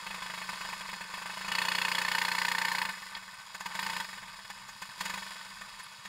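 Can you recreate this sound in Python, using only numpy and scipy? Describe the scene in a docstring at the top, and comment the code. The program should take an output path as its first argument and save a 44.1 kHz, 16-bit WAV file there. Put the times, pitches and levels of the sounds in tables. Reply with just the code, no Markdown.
"""The lumpy, misfiring idle of a single-cylinder four-stroke racing kart, close on a microphone riding on it.
Rolling through the pits, it barks under throttle, is blipped twice and drops to a slow, coughing tick-over.
The pedal sets speed and charge. Each firing is a silencer boom, a bark and a gush of gas, with the intake
gulping between. Behind the exhaust the valve gear clatters, the chain rattles, the ride rumbles,
loose metal chinks, and the chassis knocks and squeaks once."""
import sys
import numpy as np
from scipy import signal
from scipy.fft import rfft, irfft, next_fast_len
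from scipy.io import wavfile
from scipy.ndimage import map_coordinates

SR = 44100
rng = np.random.default_rng(int(sys.argv[2]) if len(sys.argv) > 2 else 0)


def waveform_to_disk(signal):
    """Save audio, clipped to [-1, 1], as 16-bit WAV at the path in sys.argv[1]."""
    frames = np.transpose(np.atleast_2d(signal))
    scaled = np.clip(frames, -1, 1) * 32767
    samples = np.round(scaled).astype(np.int16)
    wavfile.write(sys.argv[1], SR, samples)


N = 268128
TIME = np.arange(N) / SR
SIZE = 2 * next_fast_len(N // 2 + SR // 4)
HZ = np.fft.rfftfreq(SIZE, 1 / SR)

# pedal moves: start_s, opening (0-1), goal_firings_per_s, lag_s
PEDAL_MOVES = [(0, .38, 25.77, .2), (.588, .37, 23.65, .316), (1.134, .3, 27.55, .186),
               (1.433, 1, 32.86, .156), (2.815, 0, 17.94, .155), (3.643, .85, 33.2, .186),
               (3.923, 0, 14.8, .273), (4.96, .59, 30.62, .133), (5.114, 0, 12.9, .496)]
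# top speed that the engine holds against the clutch: time_s, firings_per_s
SPEED_CEILING = [(1.58, 30.02), (1.72, 30.35), (1.8, 30.03), (2.12, 30.03), (2.2, 29.85), (2.48, 30.15),
                 (2.6, 29.88), (2.8, 29.85), (3.8, 30.02)]
# misfires (weaker) and coughs (stronger): time_s, change_db, snap (0-1)
ODD_FIRINGS = [(0.024, -8.5, 0), (.064, 1.5, 0), (0.105, 0.5, 0), (.181, -5, 0.1), (.22, 1.5, 0),
               (0.452, -12, 0), (0.49, 3, 0), (0.569, -8, 0), (0.608, 2, 0), (.687, 1.5, 0),
               (0.767, -10, 0), (.849, -6, 0), (.969, -18, 0), (1.009, 1, 0), (1.052, -12, 0),
               (1.097, -12, 0), (1.137, 0, 0), (1.334, -7, 0.1), (1.445, -2, 0), (1.481, -3, 0.4),
               (2.929, -2.5, 0), (3.062, 1.5, 0), (3.164, 6.5, 0), (3.445, -16, 0), (3.5, -12, 0),
               (3.545, 10.5, 0.9), (3.605, 12, 0.8), (3.658, 4, 0.53), (3.708, -12, 0), (3.75, -3, 0.5),
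               (3.964, 1.5, 0), (3.999, 2, 0), (4.128, 2, 0.3), (4.173, 1.5, 0.1), (4.225, 3, 0.1),
               (4.386, 5.5, 0), (4.445, 4.5, 0), (4.499, 11.5, 0.6), (4.684, 8.5, 0.9), (4.819, 17, 0.83),
               (4.889, 10, 0.1), (4.98, -12, 0), (5.007, 4.5, .9), (5.054, 0.5, 1), (5.096, 1.5, 0.7),
               (5.138, 1, 0.7), (5.174, -0.5, 0.4), (5.22, -1.5, 0), (5.262, -1, 0), (5.356, 2.5, 0),
               (5.569, -1, 0), (5.611, 9.5, 0.65), (5.794, 11, 0.85), (5.92, -15, 0), (6.052, 14, 0.6)]
# loose metal on the shuddering frame: start_s, level_db, pitch_hz
LOOSE_METAL = [(3.02, -55, 14300), (3.112, -62, 9300), (3.275, -58, 7150), (3.337, -52, 8800),
               (3.395, -55.5, 6650), (3.465, -57, 6650), (3.55, -55, 6700), (3.818, -51, 13900),
               (3.845, -51, 13300), (4.5, -55, 6700), (4.579, -60, 8000), (4.69, -50, 6650),
               (4.825, -53, 6600), (5.172, -52, 10500), (5.925, -58, 6500), (5.983, -54, 6650),
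               (6.058, -52, 6650)]
# rise and fall of the chain's rattle: time_s, relative_db
CHAIN_LEVELS = [(0.0, -49.5), (0.51, -48), (1.18, -50), (1.49, -45), (1.73, -43), (2.1, -42), (2.59, -43),
                (2.71, -42.5), (2.88, -48.5), (3.35, -55), (3.62, -54.5), (3.77, -46.5), (3.93, -44.5),
                (4.21, -53.5), (4.77, -54), (5.23, -48), (5.54, -53), (6.08, -54.5)]
# share of each colour through the turn: time_s, before (0-1), after (0-1)
TURN_BLEND = [(0, 0.44, 0.2), (1.2, .4, 0.5), (1.55, 1, 0), (1.85, 0.9, 0.3), (2.3, 0.25, 0.96),
              (2.55, 0.1, 1), (2.9, 0, 0.86), (3.3, 0, 0.4), (6.08, 0.47, 0)]

# broad spectrum of each source: frequency_hz, relative_db
RIDE_SPECTRUM = [(15, -28), (33, -5), (55, -24), (85, -22), (130, -18.5), (195, -16), (250, -27.5),
                 (600, -62)]
KNOCK_SPECTRUM = [(300, -18), (1500, -1), (3600, 4), (4800, 9), (6500, -31), (15000, -30)]
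CHAIN_SPECTRUM = [(300, -51), (1500, -10), (3000, -7), (4900, 0.5), (6000, -6.5), (9000, -6),
                  (12000, -11.5), (15000, -11)]
VALVE_SPECTRUM = [(100, -46), (300, -16), (700, -8.5), (1050, -2), (1400, -1.5), (2000, -7), (3000, -8.5),
                  (4900, -11.5), (9000, -12), (15000, -31)]
SUCTION_SPECTRUM = [(30, -35), (120, -19), (190, -2.5), (260, -19), (400, -25), (550, -14), (800, -18),
                    (1500, -54)]
GULP_SPECTRUM = [(100, -53), (250, -0.5), (400, 3), (480, 7), (550, 6.5), (650, -1.5), (750, -25.5),
                 (900, 8.5), (1200, -26), (3000, -32)]
THUMP_SPECTRUM = [(30, -21), (60, -13), (85, -6), (125, 1.5), (170, 2), (230, -25), (400, -30), (1000, -68)]
RASP_SPECTRUM = [(1000, -21), (3000, 7), (6000, -13), (10000, -4.5), (15000, -2)]
CHUFF_SPECTRUM = [(400, -21.5), (800, -9.5), (1080, -1.5), (1400, -8), (1800, 3.5), (2200, -10),
                  (3000, -10), (6000, -21.5)]
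SNAP_SPECTRUM = [(300, -33), (900, 8), (2000, -20.5), (4000, 6), (7000, 8.5), (10000, 0), (15000, 1)]
SPIT_SPECTRUM = [(200, -51), (700, -37.5), (1100, -9), (1400, -4), (2100, -3.5), (3000, -1), (4500, -1),
                 (6000, -7.5), (9000, -9.5), (12500, -11.5), (15000, -16)]
PUFF_SPECTRUM = [(200, -45), (700, -3.5), (1100, -4), (1400, -2.5), (2100, -0.5), (3000, -2.5),
                 (4500, -6.5), (6000, -10), (9000, -7.5), (12000, -16), (15000, -9)]
PUTT_SPECTRUM = [(100, -24), (290, -9), (450, -12), (680, -4), (800, -1), (980, -1.5), (1400, -3),
                 (1950, -3.5), (3000, -12.5), (4500, -12.5), (7000, -13.5), (15000, -47)]
BARK_SPECTRUM = [(100, -58.5), (280, -25.5), (400, -6), (700, -11), (900, 1), (1300, -12.5), (1850, 4.5),
                 (3000, -20), (4400, -5), (7000, -62), (15000, -74)]
BOOM_SPECTRUM = [(20, 6.5), (60, 1.5), (90, -30), (130, 3.5), (205, -7), (255, -12.5), (320, -6.5),
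                 (400, -3), (600, -8.5), (900, -16), (1500, -56)]

# resonances and dips: centre_hz, width_hz, gain_db
BODY_MODES = [(511, 120, 7), (636, 112, 6.5), (821.4, 62, 8), (898.4, 66.5, 10), (958, 104, 8.5),
              (1047, 182, 11.5), (1192, 134, 10.5), (1529, 163, 14.5), (1741, 118, 9.5), (1832, 180, 9.5),
              (2008, 79, 8.5), (2196, 216, 11.5), (2558, 286, 14.5), (2927, 62, 10.5), (3340, 323, 14.5),
              (3826, 260, 11), (4367, 210, 8.5), (4790, 150, 9), (5092, 440, 9), (7055, 900, 10.5),
              (8660, 120, 7.5), (9810, 850, 5), (11420, 500, 6)]  # silencer and bodywork
BODY_DIPS = [(1270, 160, 1), (1690, 58, -9), (3020, 220, 0), (6200, 440, -1.5), (10360, 600, 0)]  # between those modes
CHAMBER_MODES = [(175.8, 38, 10), (193, 32.4, 19.5), (456, 290, -1.5)]  # air in the silencer
PIPE_MODES = [(824, 39, 2), (877.5, 22.5, -15), (902, 49, 8.5), (914, 23, -3), (995, 78, 3.5),
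              (1800, 100, 3.5), (2814, 98, 6.5), (3120, 75, -12.5), (3850, 115, -8), (4330, 79, 0.5)]  # exhaust pipe under load
DRIVE_MODES = [(3630, 97, 2.5), (5050, 87, 3), (5740, 190, 9.5), (5930, 200, -9), (6990, 130, 2.5),
               (7930, 140, 4), (9960, 140, 7)]  # chain, sprocket and clutch drum
COLOUR_BEFORE = [(420, 430, 3.5), (662, 80, 3.5), (935, 114, -4), (1030, 70, 2), (1345, 68, 7),
                 (1705, 74, 2), (2870, 730, 4.5), (4410, 150, 8), (6280, 200, 7), (9000, 150, 10.5)]  # going into the turn
COLOUR_AFTER = [(740, 100, 2), (1620, 200, 3), (2140, 270, 4), (2470, 87, -2.5), (3330, 250, -4),
                (3880, 300, -3), (4180, 130, 8.5)]  # coming out of it


def amp(db):
    """Decibels to gain."""
    return 10 ** (np.asarray(db) / 20)


def wobble(rate, at=TIME):
    """A smooth random curve with rate knots per unit."""
    return map_coordinates(rng.standard_normal(int(at[-1] * rate) + 4), [at * rate], mode="nearest")


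def lagged(x, lag_s):
    """x followed sluggishly."""
    step = 1 / (lag_s * SR)
    return signal.lfilter([step], [1, step - 1], x - x[0]) + x[0]


def colour(spectrum, resonances=()):
    """Causal response of unit power gain: a broad spectrum with ringing peaks."""
    points_hz, points_db = np.transpose(spectrum)
    db = np.interp(np.log(HZ + 1), np.log(points_hz), points_db)
    db += sum(gain / (1 + (2 * (HZ - hz) / width) ** 2) for hz, width, gain in resonances)
    cepstrum = irfft(np.log(amp(db)))
    cepstrum[1:SIZE // 2] *= 2  # fold to minimum phase
    cepstrum[SIZE // 2 + 1:] = 0
    return np.exp(rfft(cepstrum)) / np.sqrt(np.mean(amp(db) ** 2))


def filtered(x, response):
    """x through a frequency response."""
    return irfft(rfft(x, SIZE) * response, SIZE)[..., :N]


def noise(envelope, spectrum, resonances):
    """Noise shaped by an envelope, then coloured."""
    return filtered(envelope * rng.standard_normal(N), colour(spectrum, resonances))


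def pulses(times, sizes):
    """One impulse at each time."""
    return np.bincount(np.clip(np.round(times * SR).astype(int), 0, N), sizes, N + 1)[:N]


def gush(rise_s, decay_s):
    """Envelope of peak 1 that swells and dies away."""
    t = TIME[:SR // 8]
    shape = (1 - np.exp(-(t / rise_s) ** 2)) * np.exp(-t / decay_s)
    return shape / shape.max()


def gushes(times, sizes, rise_s, decay_s):
    """One gush envelope at each time."""
    return signal.fftconvolve(pulses(times, sizes), gush(rise_s, decay_s))[:N]


def throttle(run_on_s=0.0776, run_on_share=0.78, fill_s=0.021):
    """Speed (firings per second) and charge (0-1): each pedal move starts a glide, up to a ceiling."""
    speed, opening = np.full(N, float(PEDAL_MOVES[0][2])), np.zeros(N)
    ceiling = np.interp(TIME, *np.transpose(SPEED_CEILING))
    for start_s, opened, goal, lag_s in PEDAL_MOVES:
        start = round(start_s * SR)
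        glide = goal + (speed[start] - goal) * np.exp(-TIME[:N - start] / lag_s)
        speed[start:] = np.minimum(glide, ceiling[start:])
        opening[start:] = opened
    run_on = run_on_share * np.interp(TIME - run_on_s, TIME, opening)  # the intake feeds on after a lift
    return speed, lagged(np.maximum(opening, run_on), fill_s)


def firings(speed, charge, shut_db=-39, full_db=-26.5, starve_speed=21.65, jitter_s=0.00009):
    """Phase in cycles and each firing's time, strength and snap: more charge hits harder."""
    cycle = 1 / 3 + np.cumsum(speed) / SR
    times = np.interp(np.arange(1, int(cycle[-1]) + 1), cycle, TIME)
    starved_db = 1.83 * (1 - charge) * np.maximum(starve_speed - speed, 0)  # a slow, shut engine fades
    effort_db = shut_db + (full_db - shut_db) * charge - starved_db
    unsteady_db = 0.5 + 0.37 * (1 - charge)
    level_chance, time_chance = rng.standard_normal((len(times), 2)).T
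    db = np.interp(times, TIME, effort_db) + np.interp(times, TIME, unsteady_db) * level_chance
    snaps = np.zeros(len(times))
    for time_s, change_db, snappy in ODD_FIRINGS:
        nearest = np.argmin(abs(times - time_s))
        times[nearest], snaps[nearest] = time_s, snappy
        db[nearest] += change_db
    return cycle, times + jitter_s * time_chance, db, snaps


def load(db):
    """How hard the engine pulls, 0-1, going by a firing's strength."""
    return np.clip((db + 35.0) / 10, 0, 1)


def coasting(db):
    """How far the engine coasts, 0-1, going by a firing's weakness."""
    return np.clip((-34.5 - db) / 5, 0, 1)


def clean_burn(times, db, from_speed=26, span_speed=2.2):
    """How cleanly each charge burns, 0-1: only under load and near top speed."""
    return load(db) * np.clip((1 / np.gradient(times) - from_speed) / span_speed, 0, 1)


def ride(charge, rumble_db=-68, shake_db=5):
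    """Rough ground shakes the microphone, more so while the kart pulls."""
    level_db = rumble_db + shake_db * charge + 5.2 * wobble(4.3)
    return amp(level_db) * filtered(rng.standard_normal(N), colour(RIDE_SPECTRUM))


def chassis(knock_s=3.149, knock_db=-34, squeak_s=5.838, squeak_db=-48, squeak_hz=11100):
    """One dry knock from the frame and one tiny rising squeak."""
    blow = gushes(np.array([knock_s]), [amp(knock_db)], rise_s=0.0015, decay_s=0.0057)
    knock = noise(blow, KNOCK_SPECTRUM, BODY_MODES)
    pitch_hz = squeak_hz * (1 - 0.06 * np.clip((squeak_s - TIME) / 0.009, 0, 1) + 0.0051 * wobble(700))
    swell = amp(squeak_db) * np.exp(-((TIME - squeak_s) / 0.0093) ** 2)
    return knock + swell * np.sin(2 * np.pi * np.cumsum(pitch_hz) / SR)


def chinks(flutter_rate=500, scrape=0.3):
    """Each loose piece buzzes briefly at its own pitch, with a little scrape."""
    shape = gush(rise_s=0.0044, decay_s=0.0058)
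    t, out = TIME[:len(shape)], np.zeros(N + SR)
    for start_s, level_db, pitch_hz in LOOSE_METAL:
        phase = 2 * np.pi * pitch_hz * t
        ring = wobble(flutter_rate, t) * np.sin(phase) + wobble(flutter_rate, t) * np.cos(phase)
        buzz = ring + scrape * rng.standard_normal(len(t))
        out[round(start_s * SR):][:len(t)] += amp(level_db) * shape * buzz
    return out[:N]


def chain(cycle, charge, gain_db=0.85, taut_db=-3.5, tug_db=2.0, tug_cycles=0.64):
    """The drive chain rattles brightly; under load it is pulled taut and tugged once a cycle."""
    level_db = np.interp(TIME, *np.transpose(CHAIN_LEVELS)) + gain_db + taut_db * charge ** 2
    swell_db = tug_db * charge * np.cos(2 * np.pi * (cycle - tug_cycles))
    grain_db = 2.18 * wobble(400) + 0.61 * wobble(18)
    envelope = amp(level_db + swell_db + grain_db)
    return noise(envelope, CHAIN_SPECTRUM, BODY_MODES + BODY_DIPS + DRIVE_MODES)


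def valve_gear(cycle, speed, charge, base_db=-48, top_speed=30.022, db_per_octave=4.5, load_db=6):
    """A grainy clatter that builds with speed and load and swells with each turn of the crank."""
    level_db = lagged(base_db + db_per_octave * np.log2(speed / top_speed) + load_db * charge, 0.011)
    swell_db = 0.25 * np.cos(4 * np.pi * cycle - 1.5) + 2.56 * wobble(350) + 0.63 * wobble(15)
    return noise(amp(level_db + swell_db), VALVE_SPECTRUM, BODY_MODES + BODY_DIPS)


def suction(cycle, charge, pull_db=-37, delay_cycles=0.4435, ring_hz=197, width_hz=34):
    """Against a shut throttle the intake stroke tugs at the air between firings, keeping up a hum."""
    times = np.interp(np.arange(1, int(cycle[-1])) + delay_cycles, cycle, TIME)
    shut = 1 - np.interp(times, TIME, charge)
    hum = colour(SUCTION_SPECTRUM, [(ring_hz, width_hz, 24)] + BODY_MODES)
    return filtered(pulses(times, shut * amp(pull_db)), hum)


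def intake(cycle, db, uneven_db=1.3, jitter_s=0.00004):
    """The intake gulps a third of a cycle after each firing; a third later its valve thuds shut."""
    fired = np.arange(1, len(db) + 1)
    chance = rng.standard_normal((len(db), 4)).T
    opens, shuts = np.interp([fired + 1 / 3, fired + 2 / 3], cycle, TIME) + jitter_s * chance[:2]
    gulp, thud = load(db) * amp(db + uneven_db * chance[2:])
    strokes = pulses(opens, gulp * amp(8.0)) + pulses(shuts, thud * amp(6.0))
    return filtered(strokes, colour(GULP_SPECTRUM, BODY_MODES))


def thump(times, charge, push_db=-36, uneven_db=3.0):
    """Off the throttle, each opening of the exhaust valve still shoves out a short, low puff."""
    shut = 1 - np.interp(times, TIME, charge)
    shoves = shut * amp(push_db + uneven_db * rng.standard_normal(len(times)))
    return filtered(pulses(times, shoves), colour(THUMP_SPECTRUM))


def rasp(times, db, gain_db=-22, grain_db=4):
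    """Under load, gas keeps tearing out of the pipe between the firings."""
    flow = gushes(times, load(db) * amp(db + gain_db), rise_s=0.02, decay_s=0.01)
    return noise(flow * amp(grain_db * wobble(900)), RASP_SPECTRUM, BODY_DIPS)


def chuff(times, db):
    """At low speed or with the throttle shut the charge burns slowly: a soft, hollow chuff."""
    slow = (1 - clean_burn(times, db)) * (0.49 + 0.5 * coasting(db))
    burn = gushes(times + 0.0016, slow * amp(db - 2.86), rise_s=0.0088, decay_s=0.005)
    return noise(burn, CHUFF_SPECTRUM, BODY_MODES + BODY_DIPS)


def cough(times, db, snaps, lead_s=0.0058, gain_db=-8.0):
    """A charge lights early and sputters out brightly."""
    burst = gushes(times - lead_s, snaps * amp(db + gain_db), rise_s=0.012, decay_s=0.0065)
    return noise(burst, SNAP_SPECTRUM, BODY_MODES + BODY_DIPS)


def gas(times, db):
    """Turbulent gas follows each firing: a short thin spit under load, a longer puff at idle."""
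    spit = gushes(times, load(db) * amp(db - 0.5), rise_s=0.0052, decay_s=0.0036)
    idle = (1 - clean_burn(times, db)) * (1 - 0.5 * load(db)) * (1.5 - 0.55 * coasting(db))
    puff = gushes(times, idle * amp(db - 8.5), rise_s=0.0048, decay_s=0.0099)
    return (noise(spit, SPIT_SPECTRUM, BODY_MODES + BODY_DIPS + PIPE_MODES)
            + noise(puff, PUFF_SPECTRUM, BODY_MODES + BODY_DIPS))


def pipe_echoes(spread_s):
    """Echoes in the pipe: each frequency above the bass leaves at its own delay."""
    delay_s = spread_s * abs(wobble(1 / 170, HZ)) * np.clip(HZ / 600 - 0.3, 0, 1)
    return np.exp(-2j * np.pi * np.cumsum(delay_s) * HZ[1])


def bark(times, db):
    """The front of each firing: a round putt at idle, a hard bright bark under load."""
    idle = (1 - load(db)) * (1 - 0.39 * coasting(db))
    soft = pipe_echoes(spread_s=0.004) * colour(PUTT_SPECTRUM, BODY_MODES + BODY_DIPS)
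    hard = pipe_echoes(spread_s=0.00281) * colour(BARK_SPECTRUM, BODY_MODES + BODY_DIPS + PIPE_MODES)
    return (filtered(pulses(times, idle * amp(db + 20.0)), soft)
            + filtered(pulses(times, load(db) * amp(db + 24.0)), hard))


def boom(times, db, charge, full_db=-34, growth=1.35, thin_db=-44.0, pumped_db=-39):
    """The pressure step of each firing rings the silencer chamber, even on a misfire."""
    filled = np.interp(times, TIME, np.clip(charge / 0.2, 0, 1))
    thin_push_db = thin_db + 0.7 * (db - thin_db)  # a thin charge pushes little gas
    push_db = filled * np.maximum(db, pumped_db) + (1 - filled) * thin_push_db
    push = amp(growth * (push_db - full_db))
    steps = amp(-18.0) * push / np.hypot(1, push)  # levels off above full_db
    return filtered(pulses(times, steps), colour(BOOM_SPECTRUM, CHAMBER_MODES + BODY_MODES))


def turning(x):
    """Peaks and dips swell and fade while the kart turns."""
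    time_s, before, after = np.transpose(TURN_BLEND)
    flat = [(20, 0), (20000, 0)]
    return x + sum(np.interp(TIME, time_s, share) * (filtered(x, colour(flat, peaks)) - x)
                   for share, peaks in ((before, COLOUR_BEFORE), (after, COLOUR_AFTER)))


def scene():
    """On board: engine, frame and ground reach both microphone ports alike."""
    speed, charge = throttle()
    cycle, times, db, snaps = firings(speed, charge)
    exhaust = boom(times, db, charge) + thump(times, charge) + bark(times, db)
    exhaust += chuff(times, db) + gas(times, db) + cough(times, db, snaps) + rasp(times, db)
    metal = valve_gear(cycle, speed, charge) + chain(cycle, charge) + chinks()
    breathing = intake(cycle, db) + suction(cycle, charge)
    kart = turning(exhaust + breathing + metal) + chassis() + ride(charge)
    return np.array([kart, kart])


def record(dry, leak_hz=105, alike_hz=800, top_hz=15650):
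    """The microphone's right port loses deep bass; above about alike_hz the two channels are simply the same,
    and both stop at top_hz."""
    leak = leak_hz / (1j * HZ + leak_hz) * np.exp(-(HZ / alike_hz) ** 2)
    ports = np.array([np.ones_like(HZ), 1 - leak])
    return filtered(dry, ports * (HZ < top_hz))


dry = scene()
out = record(dry)
waveform_to_disk(out)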